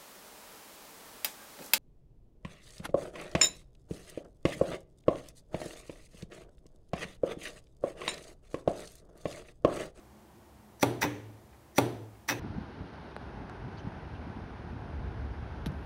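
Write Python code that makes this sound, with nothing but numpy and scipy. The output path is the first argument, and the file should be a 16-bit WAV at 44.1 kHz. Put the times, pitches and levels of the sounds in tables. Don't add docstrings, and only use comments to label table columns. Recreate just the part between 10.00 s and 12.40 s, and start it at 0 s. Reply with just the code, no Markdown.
import sys
import numpy as np
from scipy import signal
from scipy.fft import rfft, irfft
from scipy.io import wavfile

SR = 44100
rng = np.random.default_rng(int(sys.argv[2]) if len(sys.argv) > 2 else 0)


def transcribe(signal):
    frames = np.atleast_2d(signal).T
    limited = np.clip(frames, -1, 1)
    pcm = np.round(limited * 32767).astype(np.int16)
    wavfile.write(sys.argv[1], SR, pcm)


N = 105663
T = np.arange(SR) / SR

# time of the slam in seconds, its gain in dB,
# length of the slide before it in seconds, gain of the slide in dB.
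PULL_EVENTS = [(0.8272, -1, .018, -0.5), (1.7808, 0, 0.022, -2.5)]
# time of the knock in seconds, its gain in dB, gain of the boom in dB.
RELEASE_EVENTS = [(1.0191, 1.5, 1.5), (2.2876, 0.5, -3)]
# frequency in Hz, relative level in dB.
SCRAPE_SPECTRUM = [(200, 0.5), (1200, -21), (1800, 2), (2800, -14), (4800, -5), (5600, -5), (6200, -1),
                   (7000, -11), (11000, -10), (15000, -11.5)]
# frequency in Hz, relative level in dB.
BORE_TONES = [(5830, -5), (5940, -4)]


def amp(db):
    return 10 ** (np.asarray(db) / 20)


def unit(x):
    return x / np.sqrt(np.mean(x ** 2) + 1e-20)


def read(points, hz):
    table_hz, values = np.transpose(points)
    return np.interp(np.log(hz + 1), np.log(table_hz), values)


def add(mix, start_s, sound):
    part = mix[round(start_s * SR):][:len(sound)]
    part += sound[:len(part)]


def fade(t60, t=T):
    return np.exp(-np.log(1000) * t / np.maximum(t60, 1e-3))


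def colour(x, spectrum):
    hz = abs(np.fft.fftfreq(4096, 1 / SR))
    log_gain = np.log(amp(read(spectrum, hz)))
    response = np.exp(np.conj(signal.hilbert(log_gain)))
    taps = np.fft.ifft(response).real
    return signal.fftconvolve(x, taps[:len(taps) // 2])[:len(x)]


def band(size, hz, width_hz):
    detuning_hz = np.fft.rfftfreq(N, 1 / SR) - hz
    spectrum = rfft(rng.standard_normal(N)) / (1 + (2 * detuning_hz / width_hz) ** 2)
    return unit(irfft(spectrum, N)[:size])


def burst(t60):
    noise = rng.standard_normal(SR) * fade(t60)
    window = np.minimum(1, fade(t60) * 10)
    for _ in range(5):
        spectrum = rfft(noise)
        noise = irfft(spectrum / (abs(spectrum) + 1e-12), SR) * window
    return noise / np.linalg.norm(noise)


def contact(spectrum, t60):
    impact = colour(burst(t60), spectrum)
    return impact * np.linalg.norm(fade(t60)) / np.linalg.norm(impact)


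def ring(modes):
    return sum((-1) ** k * amp(db) * fade(t60) * np.sin(2 * np.pi * hz * T)
               for k, (hz, db, t60) in enumerate(modes))


def room_air():
    # frequency in Hz, relative level in dB.
    air_spectrum = [(15, -23), (25, -21), (59, -3), (77, -1), (91, -5.5), (126, -1.5), (183, -13),
                    (215, -7), (289, -11), (331, -4.5), (445, -13.5), (600, -11.5), (848, -11.5),
                    (1020, -15), (1400, -20.5), (1900, -23), (2600, -27), (4500, -30.5), (8000, -31.5),
                    (15500, -33.5)]
    # centre frequency in Hz, level in dB.
    hum_bands = [(66, -66), (210, -66)]
    noise = colour(rng.standard_normal(N + SR), air_spectrum)[SR:]
    hum = sum(amp(db) * band(N, hz, width_hz=19.5) for hz, db in hum_bands)
    return amp(-57.5) * unit(noise) + hum


def early_reflections(sound, db, delay_s=0.008):
    response = np.zeros(SR)
    add(response, delay_s, amp(db) * burst(t60=0.045))
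    return signal.fftconvolve(sound, response)[:len(sound)]


def reverberation(spectrum, rise_s, delay_s=0.007):
    # frequency in Hz, reverberation time in seconds.
    room_t60 = [(100, 1), (300, 0.77), (800, 0.61), (2000, 0.58), (6000, 0.52), (10000, 0.403),
                (15500, 0.34)]
    hz, t, noise_bands = signal.stft(rng.standard_normal(SR), SR, nperseg=512)
    decay = fade(read(room_t60, hz)[:, None], t)
    band_energy = SR * np.mean(decay ** 2, axis=1, keepdims=True)
    field = signal.istft(noise_bands * decay / np.sqrt(band_energy), SR)[1][:SR]
    build_up = 1 - np.exp(-T / rise_s)
    echo = np.zeros(SR)
    add(echo, delay_s, colour(field * build_up, spectrum))
    return echo


def room_boom():
    # frequency in Hz, base level after a pull in dB, base level after a release in dB,
    # time to the crest in seconds, sharpness of the swell.
    room_modes = [(120.1, -30.5, -39.5, .045, 1.5), (108.47, -45.5, -48, .24, 8.7),
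                  (103, -46, -42, 0.041, 2.5)]
    lag_s = 0.012
    out = np.zeros(N)
    for hz, pull_db, release_db, crest_s, sharpness in room_modes:
        swell = (T / crest_s * np.exp(1 - T / crest_s)) ** sharpness
        wave = swell * np.sin(2 * np.pi * hz * T)
        for start_s, db, _, _ in PULL_EVENTS:
            add(out, start_s, amp(pull_db + db) * wave)
        for start_s, _, boom_db in RELEASE_EVENTS:
            add(out, start_s + lag_s, amp(release_db + boom_db) * wave)
    return out


def ticks_and_rubs(tick_t60=0.035):
    # start in seconds, level in dB.
    ticks = [(0.797, -44), (0.810, -51), (1.7496, -50.5), (1.7655, -38.5)]
    # start in seconds, level in dB.
    rubs = [(1.529, -62), (2.15, -63.5)]
    out = np.zeros(N)
    ping = ring([(hz, db, tick_t60) for hz, db in BORE_TONES])
    for start_s, db in ticks:
        scratch = amp(-9) * contact(SCRAPE_SPECTRUM, tick_t60)
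        add(out, start_s, amp(db) * (ping + scratch))
    for start_s, db in rubs:
        add(out, start_s, amp(db) * band(SR, hz=1930, width_hz=1400) * fade(t60=0.15))
    return out


def plunger_slide(length_s, scrape_db, ring_db, swell_db):
    size = round(length_s * SR)
    scrape = unit(colour(rng.standard_normal(SR), SCRAPE_SPECTRUM)[:size])
    tones = sum(amp(db) * np.sin(2 * np.pi * (hz * T[:size] + rng.random())) for hz, db in BORE_TONES)
    swell = amp(np.linspace(-swell_db, 0, size))
    return swell * (amp(scrape_db) * scrape + amp(ring_db) * tones)


def plunger_releases(slide_s=0.01, scatter_hz=35):
    # start in seconds, then the gains of clack, thump and chime in dB.
    bounces = [(1.0195, -2, -26, -5), (1.0215, -2, -22, -12), (1.027, -4.5, -2, 6), (1.0295, 1.5, -3, 0.5),
               (1.0392, -4.5, 3, 5), (1.0404, -10, -3, -7), (1.0490, -9, 2, -9), (1.0560, -16, -5, -7),
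               (2.2869, -1.5, -16, -14), (2.2893, 0.5, -33, -3), (2.2960, 2, -21, -3),
               (2.3006, -3.5, -12.5, 1), (2.3080, -1.5, -3, -6), (2.3174, -8, -5, 0),
               (2.326, -11.5, -8.5, -2), (2.3340, -25, -22, -18)]
    # frequency in Hz, level in dB, time to fall 60 dB in seconds.
    knock_modes = [(1230, -28, 0.0055), (1800, -26, 0.013)]
    plunger_modes = [(802, -38.5, 0.057), (973, -35.5, 0.047), (1677, -46.5, 0.15), (1994, -36.5, 0.056),
                     (2550, -39.5, 0.075), (2665, -42, .05), (3630, -45, 0.063), (5885, -38, 0.033)]
    spring_modes = [(294, -35, 0.42), (405, -38, 0.11), (527.3, -39, 0.17)]
    # frequency in Hz, relative level in dB.
    clack_spectrum = [(100, -11), (600, -7), (1000, -3), (1400, -1.5), (1900, 3.5), (2650, -4.5),
                      (3000, -10.5), (3700, -6.5), (4700, -11), (5600, -6), (5880, 2.5), (6300, -18),
                      (7000, -16.5), (11500, -21), (13800, -13), (15500, -14)]
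    thump_spectrum = [(40, -47.5), (100, 5), (250, -1.5), (600, -2), (1000, -4), (2000, -14.5), (8000, -53)]
    radiated_spectrum = [(50, -15), (110, 10.5), (200, 7), (300, 14.5), (400, 14.5), (550, 11.5),
                         (700, 2.5), (900, 7), (1300, -3.5), (1900, 4.5), (2600, -0.5), (3000, -4.5),
                         (3600, -5), (5200, -15.5), (6200, -4), (6800, -16.5), (10000, -17.5), (14000, -19),
                         (15500, -19)]
    direct, echo = np.zeros(N), np.zeros(N)
    for start_s, db, _ in RELEASE_EVENTS:
        slide = plunger_slide(slide_s, scrape_db=-32.5, ring_db=-35, swell_db=23.5)
        add(direct, start_s - slide_s, amp(db) * slide)
        add(direct, start_s, amp(db) * ring(knock_modes))
        add(echo, start_s, amp(db) * reverberation(radiated_spectrum, rise_s=0.016))
    spring_hum = ring(spring_modes)
    for start_s, clack_db, thump_db, chime_db in bounces:
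        chime = ring([(hz + scatter_hz * rng.standard_normal(), db, t60)
                      for hz, db, t60 in plunger_modes])
        clack = amp(-25.5) * contact(clack_spectrum, t60=0.036)
        thump = amp(-33.5) * contact(thump_spectrum, t60=0.069)
        add(direct, start_s, amp(clack_db) * clack + amp(chime_db) * chime)
        add(direct, start_s, amp(thump_db) * (thump + spring_hum))
    return direct + early_reflections(direct, db=-12.5) + echo


def plunger_pulls(bench_delay_s=0.012, bench_db=-9.5):
    # delay in seconds, gain in dB.
    seating = [(.001, 0), (.0023, 0.5), (.0042, 4.5)]
    # frequency in Hz, level in dB, time to fall 60 dB in seconds.
    stand_modes = [(98.5, -32.5, 0.2), (193.6, -21, 0.051), (284.2, -21, 0.22), (381.2, -27.5, 0.27),
                   (479, -26.5, 0.081), (531, -20.5, 0.11), (607, -20.5, 0.064), (733, -25, 0.089),
                   (788, -20, 0.092), (842, -20, 0.046), (938, -25, 0.08), (1170, -23.5, 0.052),
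                   (1405, -38.5, 0.059)]
    steel_modes = [(2150, -21, 0.026), (2617, -27, 0.032), (3342, -26, .03), (3570, -26.5, 0.031),
                   (3894, -28, 0.023), (4480, -39, 0.011), (5860, -23.5, 0.026)]
    # frequency in Hz, relative level in dB.
    crack_spectrum = [(100, -3), (600, 3), (1400, 5), (1800, 0), (2500, 3), (3050, -8), (3500, -8),
                      (4200, 0.5), (5000, -9), (5800, -8), (6500, -8.5), (7500, -11), (9300, -7),
                      (12000, -10.5), (15500, -6.5)]
    radiated_spectrum = [(50, 2.5), (110, 18.5), (170, 15.5), (240, 15), (330, 24.5), (450, 19.5),
                         (600, 14.5), (850, 15.5), (1100, 5), (1700, 2.5), (2900, -3), (3600, -1.5),
                         (5000, -9.5), (5650, -13), (5950, -0.5), (6300, -14), (6700, -15), (9500, -9),
                         (15500, -17)]
    stand = ring(stand_modes)
    direct = stand.copy()
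    first_contact_s = seating[0][0]
    add(direct, first_contact_s, ring(steel_modes))
    add(direct, bench_delay_s, amp(bench_db) * stand)
    for delay_s, db in seating:
        crack = amp(-22) * contact(crack_spectrum, t60=0.01518)
        add(direct, delay_s, amp(db) * crack)
    slam = direct + early_reflections(direct, db=-16) + reverberation(radiated_spectrum, rise_s=0.0027)
    out = np.zeros(N)
    for slam_s, db, slide_s, slide_db in PULL_EVENTS:
        slide = plunger_slide(slide_s, scrape_db=-35.5, ring_db=-33.5, swell_db=15.5)
        add(out, slam_s - slide_s, amp(slide_db) * slide)
        add(out, slam_s, amp(db) * slam)
    return out


def scene():
    return (plunger_pulls() + plunger_releases() + ticks_and_rubs() + room_boom() + room_air())[None]


def record(dry, low_cut_hz=40, high_cut_hz=15800):
    high_pass = signal.butter(2, low_cut_hz, "high", fs=SR, output="sos")
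    low_pass = signal.firwin(801, high_cut_hz, window=("kaiser", 9), fs=SR)
    return signal.oaconvolve(signal.sosfilt(high_pass, dry), low_pass[None], "same")


dry = scene()
out = record(dry)
transcribe(out)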